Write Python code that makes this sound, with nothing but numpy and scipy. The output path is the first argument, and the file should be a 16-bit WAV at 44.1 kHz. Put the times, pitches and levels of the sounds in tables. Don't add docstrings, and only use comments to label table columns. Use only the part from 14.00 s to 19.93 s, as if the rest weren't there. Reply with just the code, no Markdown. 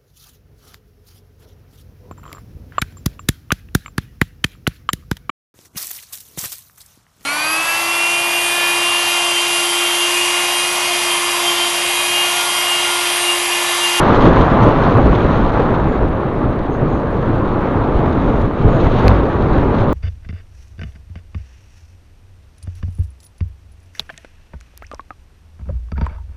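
import sys
import numpy as np
from scipy import signal
from scipy.fft import rfft, irfft, next_fast_len
from scipy.io import wavfile
from scipy.ndimage import uniform_filter1d, map_coordinates

SR = 44100
rng = np.random.default_rng(int(sys.argv[2]) if len(sys.argv) > 2 else 0)


def elevation(decibels):
    levels = np.asarray(decibels, float)
    return 10 ** (levels / 20)


def store_wav(level_fs):
    pcm = np.round(np.clip(np.atleast_2d(level_fs), -1, 1) * 32767)
    wavfile.write(sys.argv[1], SR, pcm.T.astype(np.int16))


N = 261513

# start_s, level_db
SNAP_BLOWS = [
    (5.0808, -5),
    (5.0827, -17),
]


def unit(x):
    return x / np.sqrt(np.mean(x ** 2) + 1e-20)


def along(points, hz):
    f, v = np.transpose(points)
    return np.interp(np.log(hz + 1), np.log(f + 1), v)


def wobble(rate_hz):
    knots = rng.standard_normal(int(N * rate_hz / SR) + 4)
    return map_coordinates(knots, [np.arange(N) * rate_hz / SR])


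def filtered(x, response):
    m = next_fast_len(N + 8192)
    return irfft(rfft(x, m) * response(np.fft.rfftfreq(m, 1 / SR)), m)[:N]


def coloured(x, spectrum):
    return filtered(x, lambda hz: elevation(along(spectrum, hz)))


def narrow_noise(centre_hz, width_hz):
    noise = rng.standard_normal(N)
    return unit(filtered(noise, lambda hz: np.exp(-((hz - centre_hz) / width_hz) ** 2)))


def puffs(events):
    t = np.arange(N) / SR
    return sum(height * np.sin(np.pi * np.clip((t - s) / length, 0, 1)) for s, length, height in events)


def self_noise():
    # hz, level_db
    noise_spectrum = [(3000, -10.5), (7200, -7), (8800, 1), (11500, -1), (12500, -9), (13300, -6),
                      (15700, -9)]
    return elevation(-72) * unit(coloured(rng.standard_normal(N), noise_spectrum))


def ticks():
    # from_s, lag_s
    usual_lags = [(.05, .0445), (2.4, .055), (4.75, .048)]
    cycle_s, early_s, early_share, skip_share = .05, .035, .3, .05
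    since_s, lag_s = np.transpose(usual_lags)
    starts = np.arange(since_s[0], N / SR, cycle_s)
    luck = rng.random(len(starts))
    shift, size = rng.standard_normal((len(starts), 2)).T
    usual_s = lag_s[np.searchsorted(since_s, starts + cycle_s / 2) - 1]
    start_s = starts + np.where(luck < early_share, early_s, usual_s) + .001 * shift
    peak_db = -62 + 1.7 * size
    return np.transpose([start_s, peak_db])[luck < 1 - skip_share]


def blips(events, hz, width_hz):
    gate, t = np.zeros(N), np.arange(N) / SR
    for s, db in events:
        length_s = 0.014 * elevation(.6 * (db + 63.5))
        gate += elevation(db - 5) * np.sin(np.pi * np.clip((t - s + .003) / length_s, 0, 1))
    buzz = np.sin(2 * np.pi * hz * t + 1.1 * np.sin(2 * np.pi * 200 * t))
    return gate * (.6 * buzz + .9 * narrow_noise(hz, width_hz))


def circuit_leak():
    # start_s, peak_db
    low_blips = [
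        (2.5, -58),
        (2.553, -63),
        (4.08, -64),
        (4.095, -58),
        (5.63, -60),
        (5.695, -65),
    ]
    cycle = ticks()
    leak = blips(cycle, hz=9600, width_hz=300) + blips(low_blips, hz=9250, width_hz=250)
    return leak + elevation(-17) * blips(cycle, hz=12850, width_hz=300)


def snap():
    # mode_hz, peak_db, rise_s
    case_modes = [(1500, -5, .0007), (2350, -5.5, .0007), (4400, -6.5, .00045), (6500, -21, .0005),
                  (8800, -34, .0009), (10100, -33, .0006), (11300, -25, .0006), (12300, -33, .0006),
                  (14100, -42, .0006)]
    out, t = np.zeros(N), np.arange(SR // 50) / SR
    ring = np.zeros(len(t))
    for hz, db, rise_s in case_modes:
        envelope = (t / rise_s * np.exp(1 - t / rise_s)) ** 2
        ring += elevation(db) * envelope * np.sin(2 * np.pi * hz * t)
    for s, db in SNAP_BLOWS:
        out[round(s * SR):][:len(t)] += elevation(db) * ring
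    return out


def squeaks():
    # start_s, length_s, pitch_hz, width_hz, level_db
    rubs = [
        (.622, .025, 5900, 250, -48),
        (1.865, .1, 6900, 250, -63),
        (2.68, .12, 6340, 350, -61),
        (2.7, .1, 6750, 300, -70),
        (2.86, .17, 6500, 600, -63.5),
        (4.2, 0.26, 6460, 500, -66),
        (4.66, .18, 6660, 450, -60),
    ]
    out = np.zeros(N)
    for s, length_s, hz, width_hz, db in rubs:
        out += puffs([(s, length_s, elevation(db))]) * narrow_noise(hz, width_hz)
    return out


def rattle():
    # start_s, length_s, level_db
    chatter = [(0.119, .008, -56), (0.156, 0.017, -57.5), (0.173, .01, -58), (0.206, .1, -56),
               (.415, .015, -58.5), (0.578, .12, -61.5), (0.629, .025, -56), (0.682, .01, -54),
               (.972, .012, -54), (1.055, .008, -58), (1.105, 0.0097, -59.5), (2.089, .015, -67),
               (4.403, .025, -57.5), (4.675, .008, -62), (5.038, .008, -56), (5.06, 0.02, -53),
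               (5.117, .006, -63)]
    # hz, density_db
    bright_spectrum = [(3500, -34), (5000, 0), (7000, -0.5), (11000, -8), (12500, -14.5), (16000, -19.5)]
    bursts = puffs([(s, length_s, elevation(db)) for s, length_s, db in chatter])
    return bursts * unit(coloured(rng.standard_normal(N), bright_spectrum))


def bumps():
    # start_s, peak_db, mode_hz, rise_s, t60_s
    wheel_bumps = [(0.601, -1.5, 111, 0.033, 0.38), (.95, -1, 113.6, 0.011, 0.17),
                   (1.03, -2, 55.8, 0.024, 0.35), (1.801, -12.5, 51.9, .03, 0.81),
                   (1.99, -16, 52, 0.024, 0.1), (3.271, -9.5, 100.5, 0.074, 0.83),
                   (4.037, -8.5, 77, 0.046, 0.36), (4.64, -11.5, 111.7, 0.03, 0.68),
                   (5.03, 3, 54, 0.083, 0.48), (5.03, -2.5, 99.6, 0.03, 0.38), (5.11, -7.5, 95.7, .02, .25)]
    out, t = np.zeros(N + SR), np.arange(SR // 2) / SR
    for s, db, hz, rise_s, t60_s in wheel_bumps:
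        swell = (1 - np.exp(-t / rise_s)) * elevation(db + 3.0 - 60 * t / t60_s)
        out[round(s * SR):][:len(t)] += swell * np.sin(2 * np.pi * hz * t)
    return out[:N]


def grit():
    # start_s, length_s, over_hiss_db
    crunches = [(.15, 0.018, 3.5), (0.198, 0.033, 3), (0.23, 0.057, 4.5), (.41, 0.017, 6.5),
                (0.615, .03, 1.5), (.68, .02, 3), (0.963, 0.015, 3.5), (1.148, .015, 6.5), (1.2, 0.013, 5),
                (1.506, 0.014, -10.5), (1.573, .04, 1.5), (1.742, 0.024, 5.5), (2.09, 0.013, -7.5),
                (2.337, .012, -2), (2.583, 0.018, 6.5), (3.833, 0.014, 2.5), (4.12, .015, 7.5),
                (4.403, 0.026, 4.5), (4.46, 0.17, 2.5), (4.61, 0.017, 5), (4.725, .02, 3), (4.795, 0.03, 6),
                (4.88, .16, 2.5), (5.77, .06, 6), (5.527, 0.014, 4), (5.688, .015, 0)]
    return puffs(crunches)


def contacts(spectrum, per_second, spread_db, share, patchy_db):
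    hits = rng.random(N) < per_second / SR
    blows = hits * rng.standard_normal(N) * elevation(spread_db * rng.random(N))
    z = signal.stft(rng.standard_normal(N + 512), nperseg=512)[2]
    field = uniform_filter1d(rng.standard_normal(z.shape), 6, axis=0)
    field = uniform_filter1d(field, 8, axis=1)
    rolling = signal.istft(z * elevation(patchy_db * unit(field)), nperseg=512)[1][:N]
    return unit(coloured(share * unit(blows) + unit(rolling), spectrum))


def tyres():
    # start_s, rolling_db, roughness_db
    drive = [(0, -14, 0.5), (.28, -16.5, 3), (.5, -15.5, -2), (.65, -17, 1), (.9, -18, 1), (1.07, -19.5, 2),
             (1.4, -19.5, 1), (1.85, -22.5, -1), (2.25, -26, 0), (2.9, -26.5, 0), (3.75, -22, -2),
             (4.4, -23.5, 1.5), (4.52, -26.5, -3), (4.67, -23.5, 3.5), (4.87, -23, 3), (5.07, -20, 4),
             (5.25, -22.5, 1), (5.93, -23.5, 2)]
    # start_s, length_s, body_db, tyre_db
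    stones = [(0.118, 0.048, -7, -1.5), (0.222, 0.09, -0.5, 6), (0.365, .1, 3, -1.5), (.6, 0.085, 3.5, 2),
              (0.657, .04, 1, 4), (0.968, 0.043, 6, 6.5), (1.046, 0.048, -5, 3.5), (1.464, 0.065, -2, -5.5),
              (1.587, 0.025, -2, 6), (1.797, 0.11, 3, 2), (2, 0.073, 8, 2.5), (2.548, .08, 3.5, 0.5),
              (2.813, 0.034, -4, 5), (3.923, 0.095, 6, -2.5), (4.08, 0.048, -8, -1), (4.62, 0.087, 8.5, 1),
              (4.873, 0.063, -2.5, -4.5), (5.027, 0.093, -0.5, 3.5), (5.087, 0.09, -10, -0.5),
              (5.27, 0.45, 3.5, 0.5), (5.81, 0.049, 5.5, 3.5)]
    layers = {"rumble": (-18.5, .4, 1.1), "roar": (-15.5, 0.57, 0.45), "hum": (-21, 1, .1),
              "hiss": (-41.5, 1.18, 1)}
    # hz, density_db
    rumble_spectrum = [(7.1, -37), (12, -1.5), (32, -1.5), (75, -4), (108, -5), (156, -8), (200, -18),
                       (260, -36.5), (440, -120)]
    # hz, density_db
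    roar_spectrum = [(65, -29.5), (110, -0.5), (177, -2), (267, -1), (545, -5.5), (601, -8.5), (755, -19),
                     (900, -20), (1170, -40), (1980, -120)]
    # hz, density_db
    hum_spectrum = [(350, -34), (600, -3.5), (708, -3.5), (1020, -3), (1160, -4), (2600, -27.5),
                    (3380, -41), (5720, -120)]
    # hz, density_db
    hiss_spectrum = [(1100, -26), (1800, -3.5), (3100, -5), (3800, -6), (4300, -12), (4900, -21),
                     (5400, -23), (6400, -23.5), (7200, -31.5), (9000, -39.5), (11300, -39), (12200, -55.5),
                     (16000, -62)]
    middle_db = -21
    t = np.arange(N) / SR
    s, strength, roughness = np.transpose(drive)
    rolling_db, rough_db = np.interp(t, s, strength), np.interp(t, s, roughness)
    rumble_db, roar_db, hum_db, hiss_db = [
        db + roll * (rolling_db - middle_db) + rough * rough_db for db, roll, rough in layers.values()]
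    body_db = puffs([(s, length_s, body) for s, length_s, body, _ in stones])
    tyre_db = puffs([(s, length_s, tyre) for s, length_s, _, tyre in stones])
    paving = wobble(14)

    rumble_db = rumble_db + body_db + 0.76 * wobble(6.2)
    roar_db = roar_db + tyre_db + 0.29 * paving
    hum_db = hum_db + 0.39 * tyre_db + 0.52 * paving
    hiss_db = hiss_db + grit() + 0.65 * paving + 0.89 * wobble(35)

    rumble = elevation(rumble_db) * contacts(rumble_spectrum, 39, spread_db=0.0, share=.3, patchy_db=-1.3)
    roar = elevation(roar_db) * contacts(roar_spectrum, 400, spread_db=8.5, share=0.52, patchy_db=0.44)
    hum = elevation(hum_db) * contacts(hum_spectrum, 900, spread_db=12.0, share=0.59, patchy_db=1.55)
    hiss = elevation(hiss_db) * contacts(hiss_spectrum, 900, spread_db=7.5, share=0.74, patchy_db=1.4)
    return rumble + roar + hum + hiss


def scene():
    return (rattle() + squeaks() + bumps() + tyres())[None]


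def roll_off(x):
    return signal.sosfilt(signal.butter(12, 15720, fs=SR, output="sos"), x)


def record(dry):
    clipped = dry[0] / (1 + np.abs(dry[0] / 1.05) ** 6) ** (1 / 6)
    ducked = clipped * (1 - puffs([(SNAP_BLOWS[0][0] - .004, .011, .55)]))
    fade_in = np.minimum(np.arange(N) / (.001 * SR), 1)
    heard = fade_in * ducked + snap() + self_noise()
    ported = filtered(heard, lambda hz: 1 - .76 * np.exp(-((hz - 7950) / 480) ** 2))
    return roll_off((ported + circuit_leak())[None])


dry = scene()
out = record(dry)
store_wav(out)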